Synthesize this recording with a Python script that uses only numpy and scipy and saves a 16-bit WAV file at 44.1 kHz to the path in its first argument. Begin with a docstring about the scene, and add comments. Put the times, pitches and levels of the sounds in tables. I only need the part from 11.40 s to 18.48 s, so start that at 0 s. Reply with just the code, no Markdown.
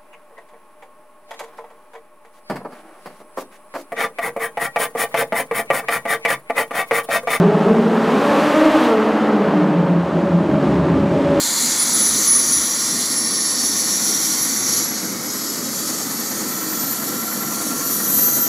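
"""A turbine helicopter spools up beside a parking lot at night.
From the start the compressor whine climbs over bright intake hiss, jet rush and a low combustor roar,
while the power turbine sings more faintly. Around one second in, dull thumps sound far off, like car
doors. Near four seconds the power comes up, the hiss eases and a gear squeals once. Toward the end the
compressor shaft swells into a howl, the tail rotor drones and the main rotor begins to beat."""
import sys
import numpy as np
from scipy import signal
from scipy.fft import rfft, irfft
from scipy.io import wavfile
from scipy.ndimage import uniform_filter1d

SR = 44100
rng = np.random.default_rng(int(sys.argv[2]) if len(sys.argv) > 2 else 0)


def unload_wav(signal):
    """Save mono or channel-first audio to the path in sys.argv[1] as 16-bit WAV at rate SR, clipped to [-1, 1]."""
    wavfile.write(
        sys.argv[1],
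        SR,
        np.round(np.clip(np.atleast_2d(signal).T, -1, 1) * 32767).astype(np.int16),
    )


N = 312228
TIME = np.arange(N) / SR
COMPRESSOR_BLADES, FADE_RATE_HZ = 18, 22

# compressor blade-passing tone: time_s, pitch_hz
WHINE_PITCH = [(0, 9750), (.33, 9912), (1.24, 10497), (1.6, 10645), (2.09, 10780), (2.17, 10845),
               (2.28, 10840), (2.46, 10899), (4, 11504), (4.85, 11854), (5.4, 12100), (5.75, 12200),
               (6.15, 12274), (7.08, 12335)]
# engine power: time_s, share (0-1)
ENGINE_POWER = [(0, 0), (3.2, 0.14), (3.8, 0.7), (4.6, 0.86), (5.5, 0.91), (7.08, 0.92)]
# power turbine shaft: time_s, pitch_hz, level_db
TURBINE_SHAFT = [(0, 1045, -58), (.9, 1056, -49), (1.4, 1070, -49), (2, 1092, -45.5), (2.7, 1120, -47.5),
                 (3.35, 1149, -45), (3.7, 1168, -53), (4.4, 1215, -48), (5.5, 1285, -58), (7.08, 1350, -70)]


def compressor(waver_hz=6, skirt_db=-23, sides_db=-23, halo_share=.5):
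    """The blade-passing whine with its turbulent skirt, and weaker multiples of the shaft rate."""
    # how strongly the whine beams this way: time_s, level_db
    beam = [(0.0, -42), (0.12, -38), (0.24, -29), (0.3, -45), (0.42, -23), (0.52, -34), (0.54, -21.5),
            (0.7, -19.5), (0.83, -32), (0.88, -16), (0.96, -13.5), (1.02, -20.5), (1.1, -24), (1.15, -16),
            (1.2, -25), (1.55, -29.5), (1.7, -27), (1.82, -23.5), (1.92, -23), (2.05, -22.5), (2.16, -28.5),
            (2.28, -23.5), (2.34, -34), (2.4, -22.5), (2.44, -27.5), (2.54, -25.5), (2.58, -35),
            (2.66, -23.0), (2.72, -39), (2.9, -33), (2.96, -38), (3.03, -26), (3.11, -43), (3.18, -26),
            (3.24, -37), (3.38, -26), (3.5, -29), (3.58, -37), (3.76, -40), (4.02, -31.5), (4.12, -43),
            (4.38, -35.5), (4.56, -42), (4.9, -30.5), (4.98, -44), (5.12, -32.5), (5.36, -32), (5.44, -22),
            (5.58, -31.5), (5.78, -35), (5.84, -28.5), (6.34, -39), (6.46, -26), (6.54, -22.5), (6.62, -32),
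            (6.7, -20.5), (6.86, -15.5), (6.92, -20.5), (7.08, -21.5)]
    # weaker shaft tones: shaft_multiple, low_power_db, full_power_db
    orders = [(16, -58, -53), (17, -42, -62), (20, -68, -47)]
    hz, power, beam_db = follow(WHINE_PITCH)[0], follow(ENGINE_POWER)[0], follow(beam)[0]
    core = tone(hz + waver_hz * (1 - power) * drift(FADE_RATE_HZ), scatter=.17, flutter_hz=40)
    skirt = unit(drift(90) + .27 * drift(450)) * tone(hz, scatter=.58, flutter_hz=60)
    # at low power the turbine shaft shakes the whine and adds rough side tones
    sides = core * tone(follow(TURBINE_SHAFT)[0] / 3, scatter=2, flutter_hz=25)
    halo = amp(skirt_db) * skirt + amp(sides_db) * (1 - power) ** 2 * sides
    shaft = np.zeros(N)
    for multiple, low_db, full_db in orders:
        partial = tone(hz * multiple / COMPRESSOR_BLADES, scatter=1.2, flutter_hz=25)
        shaft += amp(low_db + (full_db - low_db) * power) * partial
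    # moving air fades the whine in and out, most when it beams away
    fade_db = 2.2 * np.interp(beam_db, [-26, -14], [1, .45]) * drift(FADE_RATE_HZ)
    return amp(beam_db + fade_db) * core + amp(halo_share * beam_db) * halo + shaft


def intake(patchy_db=1.0, flicker_db=.62, size=1024):
    """Air tearing into the engine: hiss that changes colour with power and shimmers in the wind."""
    # hiss envelope: time_s, level_db
    envelope = [(0.0, -20.5), (0.52, -20), (0.72, -19.5), (0.76, -18), (1.26, -21), (1.3, -21),
                (1.74, -22.0), (1.82, -23), (2.06, -21), (2.16, -21), (2.26, -19), (2.3, -21.5), (2.8, -20),
                (3.2, -23), (3.34, -18.5), (3.52, -26.5), (3.62, -27.0), (3.76, -29.5), (4.04, -27.5),
                (4.32, -27.5), (4.36, -26.5), (4.56, -26), (4.62, -28.5), (4.88, -28.5), (5.14, -28.0),
                (5.26, -30), (5.42, -26), (5.5, -28), (5.84, -30), (6.0, -29), (6.06, -31), (6.2, -27.5),
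                (6.4, -28), (6.54, -25.5), (6.68, -26.5), (6.72, -23.5), (6.88, -25.5), (7.08, -25.5)]
    # hiss colour: frequency_hz, low_power_db, full_power_db
    spectrum = [(60, -33, -46), (400, -35, -46), (1490, -40, -38), (2770, -22, -18), (3170, -14.5, -11.5),
                (3760, -8.5, -10.5), (4140, -6, -4.5), (4370, -2.5, -4), (5000, -6, -7), (5660, -1, 0.5),
                (6740, -1.5, 1.5), (7260, -.5, 0.5), (8050, -5.5, -3), (8800, -9, -4), (9500, -4, -1),
                (10300, -2, -1.5), (11100, -1.5, -8.5), (11260, -12, -21), (12180, -9, 1),
                (13200, -4, -9.5), (14260, -13, -6), (14800, -26, -39)]
    # fizz above 7 kHz: time_s, gain_db
    fizz = [(0, -6.5), (.9, -3.5), (2, -7), (3.05, -0.5), (3.4, -6), (4.15, -2.5), (4.7, -2.5), (6.3, 0),
            (6.8, 6), (7.08, 1)]
    # the hiss crowds into a narrow wandering band: time_s, centre_hz, gain_db, width_hz
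    peak = [(0, 5750, -5.5, 800), (.9, 6080, 7.5, 650), (1.25, 5950, 4.5, 600), (1.6, 5660, 4, 550),
            (2.1, 5600, 7.5, 480), (2.75, 5800, 5.5, 480), (3.3, 5830, 6, 650), (4, 5570, 0.5, 800),
            (6, 6040, -1, 800), (7.08, 6180, 4.5, 700)]
    # a lower shoulder climbs: time_s, centre_hz, gain_db, width_hz
    shoulder = [(0, 3720, 2.5, 220), (.7, 3800, 2.5, 220), (1.3, 4550, -1.5, 280), (1.9, 4550, 5.5, 260),
                (2.6, 4550, 1.5, 260), (4.4, 4600, 3.5, 260)]
    # two paths cancel in a shifting band: time_s, centre_hz, gain_db, width_hz
    notch = [(0, 9300, 0, 300), (.4, 9200, 0, 300), (.7, 8500, -3, 300), (1.3, 8850, -5, 350),
             (2.1, 8750, -4, 350), (2.5, 8450, -10, 280), (3.15, 8450, -10, 280), (3.7, 8800, -9, 240),
             (4.7, 8700, -10, 260), (6, 8500, -11, 300), (7.08, 8480, -13, 260)]
    # a narrow hollow slides down: time_s, centre_hz, gain_db, width_hz
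    hollow = [(0, 5350, -8, 220), (1.1, 5250, -6, 200), (1.9, 5130, -4, 180), (2.8, 5120, -6.5, 190),
              (3.8, 5050, -1, 160), (4.5, 5020, 0, 180), (5.6, 5030, -3, 240), (7.08, 5040, -8, 240)]
    hz, t, bins = signal.stft(rng.standard_normal(N), SR, nperseg=size, noverlap=size * 3 // 4)
    low_db, full_db = (column[:, None] for column in colour(spectrum, hz))
    sweeps_db = sum(bell(band, hz, t) for band in (peak, shoulder, notch, hollow))
    shape = amp(low_db + (full_db - low_db) * follow(ENGINE_POWER, t)[0] + sweeps_db)
    body = (hz > 3500) & (hz < 8000)
    shape /= np.sqrt((shape[body] ** 2).sum(0) / len(hz))  # the body holds its level as the colour moves
    gusts_db = patchy_db * patches(bins.shape, bands=18, frames=12)
    treble_db = np.clip((hz[:, None] - 7000) / 3000, 0, 1) * follow(fizz, t)[0]
    bins = bins * shape * amp(follow(envelope, t)[0] + treble_db + gusts_db)
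    hiss = signal.istft(bins, nperseg=size, noverlap=size * 3 // 4)[1][:N]
    return rippled(hiss, depth_db=1.9) * amp(flicker_db * drift(19))


def combustor_roar():
    """Low combustor noise that throbs unevenly and rings in a few hollow resonances."""
    # roar colour: frequency_hz, level_db
    spectrum = [(20, -48), (40, -49), (65, -37), (90, -26), (115, -17), (170, -9.5), (205, -4), (250, -0.5),
                (290, -3.5), (340, -5), (380, -12.5), (520, -13.5), (700, -23.5), (1500, -44)]
    # hollow resonances: centre_hz, width_hz, gain_db
    modes = [(126.7, 3.8, 2), (155, 4.4, 5.5), (197.8, 2.7, 8), (213, 6, -0.5), (232, 16, 1.5),
             (314.8, 4.3, 5), (415.7, 13, 7), (501, 9.6, 4.5)]
    # uneven throb: time_s, level_db
    throb = [(0, -36), (.15, -35), (.26, -30.5), (.42, -35.5), (.58, -28.5), (.68, -33.5), (.78, -27.5),
             (.86, -34.5), (1.12, -31.5), (1.3, -35), (1.44, -34.5), (1.55, -29), (1.65, -34.5),
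             (1.75, -30), (1.82, -33.5), (1.9, -30), (2.05, -35), (2.26, -31), (2.46, -33), (2.62, -31),
             (2.88, -32), (3.42, -31), (3.58, -32), (3.68, -28.5), (3.97, -33), (4.28, -29.5), (4.36, -32),
             (4.6, -30.5), (4.85, -31.5), (5, -28.5), (5.15, -31), (5.45, -29.5), (5.56, -33.5),
             (5.71, -27), (5.84, -32), (6.07, -28.5), (6.17, -31.5), (6.29, -27), (6.48, -32),
             (6.68, -28.5), (7.08, -31)]
    hz = np.fft.rfftfreq(N, 1 / SR)
    ring_db = sum(db * np.exp(-((hz - centre) / width) ** 2) for centre, width, db in modes)
    roar = unit(irfft(rfft(noise(spectrum)) * amp(ring_db), N))
    return amp(follow(throb)[0]) * steady(roar)


def jet_rush():
    """The exhaust jet: midrange noise that crossfades between two colours as the power rises."""
    # rush colour: frequency_hz, low_power_db, full_power_db
    spectrum = [(250, -50, -26), (506, -3, -0.5), (660, 0.5, -3), (830, 0.5, -1.5), (1100, 2.5, 0.5),
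                (1375, 3.5, 1), (1770, -2.5, -5), (1794, 5, 0.5), (2240, 1.5, -9), (2800, -16.5, -13.5),
                (4000, -27, -15.5)]
    # rush envelope: time_s, level_db
    envelope = [(0, -31.5), (1, -32), (1.7, -34.5), (2.4, -34), (3.3, -33), (4.2, -35), (5.2, -32.5),
                (7.08, -32.5)]
    power = follow(ENGINE_POWER)[0]
    rush = np.sqrt(1 - power) * noise(spectrum) + np.sqrt(power) * noise(spectrum, column=1)
    return amp(follow(envelope)[0]) * rippled(rush, depth_db=1.7)


def rotor_hz(start_hz=14, climb_hz_per_s=1.08):
    """Main rotor blades passing per second, steadily gathering speed."""
    return start_hz + climb_hz_per_s * TIME


def rotor_chop_db():
    """Two main blades of unequal strength swish past in rounded pulses that deepen with speed."""
    rate = rotor_hz()
    depth_db = 1.65 * (rate / rate[-1]) ** 4
    phase = 2 * np.pi * np.cumsum(rate) / SR
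    return depth_db * (np.cos(phase / 2) + np.cos(phase) + .35 * np.cos(2 * phase))


def exhaust(roar_share=.45):
    """The main rotor chops the jet rush and, more gently, the combustor roar."""
    chop_db = rotor_chop_db()
    return amp(roar_share * chop_db) * combustor_roar() + amp(chop_db) * jet_rush()


def shaft_hum(flutter_db=1.0):
    """The compressor shaft's own rate and its fluttering octave, which swells into a howl."""
    # hum envelopes: time_s, fundamental_db, octave_db
    envelopes = [(0, -46, -58), (.3, -45, -58), (.55, -58, -58), (3.7, -62, -55), (4.5, -57, -47),
                 (5, -52, -42.5), (5.6, -49, -38.8), (6.4, -47.5, -37), (7.08, -48.5, -37.8)]
    hz = follow(WHINE_PITCH)[0] / COMPRESSOR_BLADES
    fundamental_db, octave_db = follow(envelopes)
    fundamental = amp(fundamental_db) * tone(hz, scatter=.9, flutter_hz=20)
    octave = tone(2 * hz, scatter=.55, flutter_hz=50)
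    return fundamental + amp(octave_db + flutter_db * drift(FADE_RATE_HZ)) * octave


def power_turbine():
    """The second shaft sings a faint rising note that fades away."""
    hz, level_db = follow(TURBINE_SHAFT)
    return amp(level_db) * tone(hz, scatter=.31, flutter_hz=12)


def gear_squeal():
    """Meshing gears give a rough, climbing tone that swells and dies once."""
    # the squeal: peak_s, half_length_s, pitch_hz, climb_hz_per_s, level_db
    squeal = (4.07, .37, 5190, 130, -37)
    peak_s, half_length_s, hz, climb, level_db = squeal
    swell = np.exp(-((TIME - peak_s) / half_length_s) ** 2)
    return amp(level_db) * swell * tone(hz + climb * (TIME - peak_s), scatter=2.5, flutter_hz=75)


def tail_rotor(end_db=-59, octave_end_db=-49):
    """The tail blades drone on a low note and its octave, both growing louder with speed."""
    hz = 3.3 * rotor_hz()  # tail blades passing per main blade
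    doublings = np.log2(hz / hz[-1])
    fundamental = amp(end_db + 60 * doublings) * tone(hz, scatter=.4, flutter_hz=6)
    octave = amp(octave_end_db + 21 * doublings) * tone(2 * hz, scatter=.76, flutter_hz=6)
    return fundamental + octave


def far_thumps(sag=.9):
    """Each thump is a short low push whose pitch sags as it dies."""
    # two dull thumps and two fainter ones: start_s, level_db, start_pitch_hz, length_s
    hits = [(0.668, -42, 98, .135), (1.047, -48, 60, .045), (1.145, -40, 100, .115), (1.335, -51, 75, .05)]
    out = np.zeros(N)
    for start_s, level_db, hz, length_s in hits:
        age = np.clip((TIME - start_s) / length_s, 0, 1)
        swell = np.sin(np.pi * age ** .7) ** 2
        cycles = hz * length_s * (1 - np.exp(-sag * age)) / sag
        out += amp(level_db) * swell * np.sin(2 * np.pi * cycles)
    return out


def tone(hz, scatter, flutter_hz):
    """A tone heard through moving air: a direct path plus scattered ones that fade in and out."""
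    paths = unit(1 + scatter * (drift(flutter_hz) + 1j * drift(flutter_hz)))
    return unit((paths * np.exp(2j * np.pi * np.cumsum(hz) / SR)).real)


def rippled(x, depth_db, size=1024):
    """Reflections comb a noise into narrow ridges that last about half a second."""
    bins = signal.stft(x, nperseg=size, noverlap=size * 3 // 4)[2]
    gain = amp(depth_db * patches(bins.shape, bands=3, frames=110))
    gain /= np.sqrt(uniform_filter1d(gain ** 2, size=24, axis=0))  # ridges move energy but add none
    return signal.istft(bins * gain, nperseg=size, noverlap=size * 3 // 4)[1][:N]


def patches(shape, bands, frames):
    """Random soft patches of rms 1, so many bands wide and frames long."""
    across_bands = uniform_filter1d(rng.standard_normal(shape), size=bands, axis=0)
    return unit(uniform_filter1d(across_bands, size=frames, axis=1))


def bell(rows, hz, t):
    """A moving peak or dip in dB, bins x frames."""
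    centre, db, width = follow(rows, t)
    return db * np.exp(-((hz[:, None] - centre) / width) ** 2)


def steady(x, window_s=.16):
    """Evens out the chance swells of a noise, so that its envelope can take over."""
    power = x ** 2
    for _ in range(2):
        power = uniform_filter1d(power, size=int(window_s * SR))
    return x / np.sqrt(abs(power) + 1e-12)


def noise(rows, column=0):
    """Steady noise of a given colour, rms 1."""
    gain = amp(colour(rows, np.fft.rfftfreq(N, 1 / SR))[column])
    return unit(irfft(rfft(rng.standard_normal(N)) * gain, N))


def drift(rate_hz):
    """Smooth random motion of rms 1, up to about rate_hz."""
    hz = np.arange(0, 4 * rate_hz, SR / N)
    real, imag = rng.standard_normal((2, N // 16))[:, :len(hz)]
    return unit(irfft((real + 1j * imag) * np.exp(-(hz / rate_hz) ** 2), N))


def follow(rows, t=TIME):
    """The columns of a curve table at times t."""
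    times, *columns = np.transpose(rows)
    return [np.interp(t, times, column) for column in columns]


def colour(rows, hz):
    """The columns of a spectrum table at frequencies hz."""
    points_hz, *columns = np.transpose(rows)
    return [np.interp(np.log(hz + 1), np.log(points_hz), column) for column in columns]


def amp(db):
    """Decibels to gain."""
    return 10 ** (np.asarray(db) / 20)


def unit(x):
    """Scales to rms 1."""
    return x / np.sqrt(np.mean(abs(x) ** 2) + 1e-20)


def scene():
    """The helicopter's tones and rushing air with the far thumps, mixed to the centre."""
    tones = compressor() + shaft_hum() + power_turbine() + gear_squeal() + tail_rotor()
    mono = tones + intake() + exhaust() + far_thumps()
    return np.array([mono, mono])


def record(dry):
    """A steep lowpass trims the treble above 15.75 kHz."""
    lowpass = signal.firwin(511, 15750, window=("kaiser", 9), fs=SR)
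    return signal.oaconvolve(dry, lowpass[None], "same", axes=1)


dry = scene()
out = record(dry)
unload_wav(out)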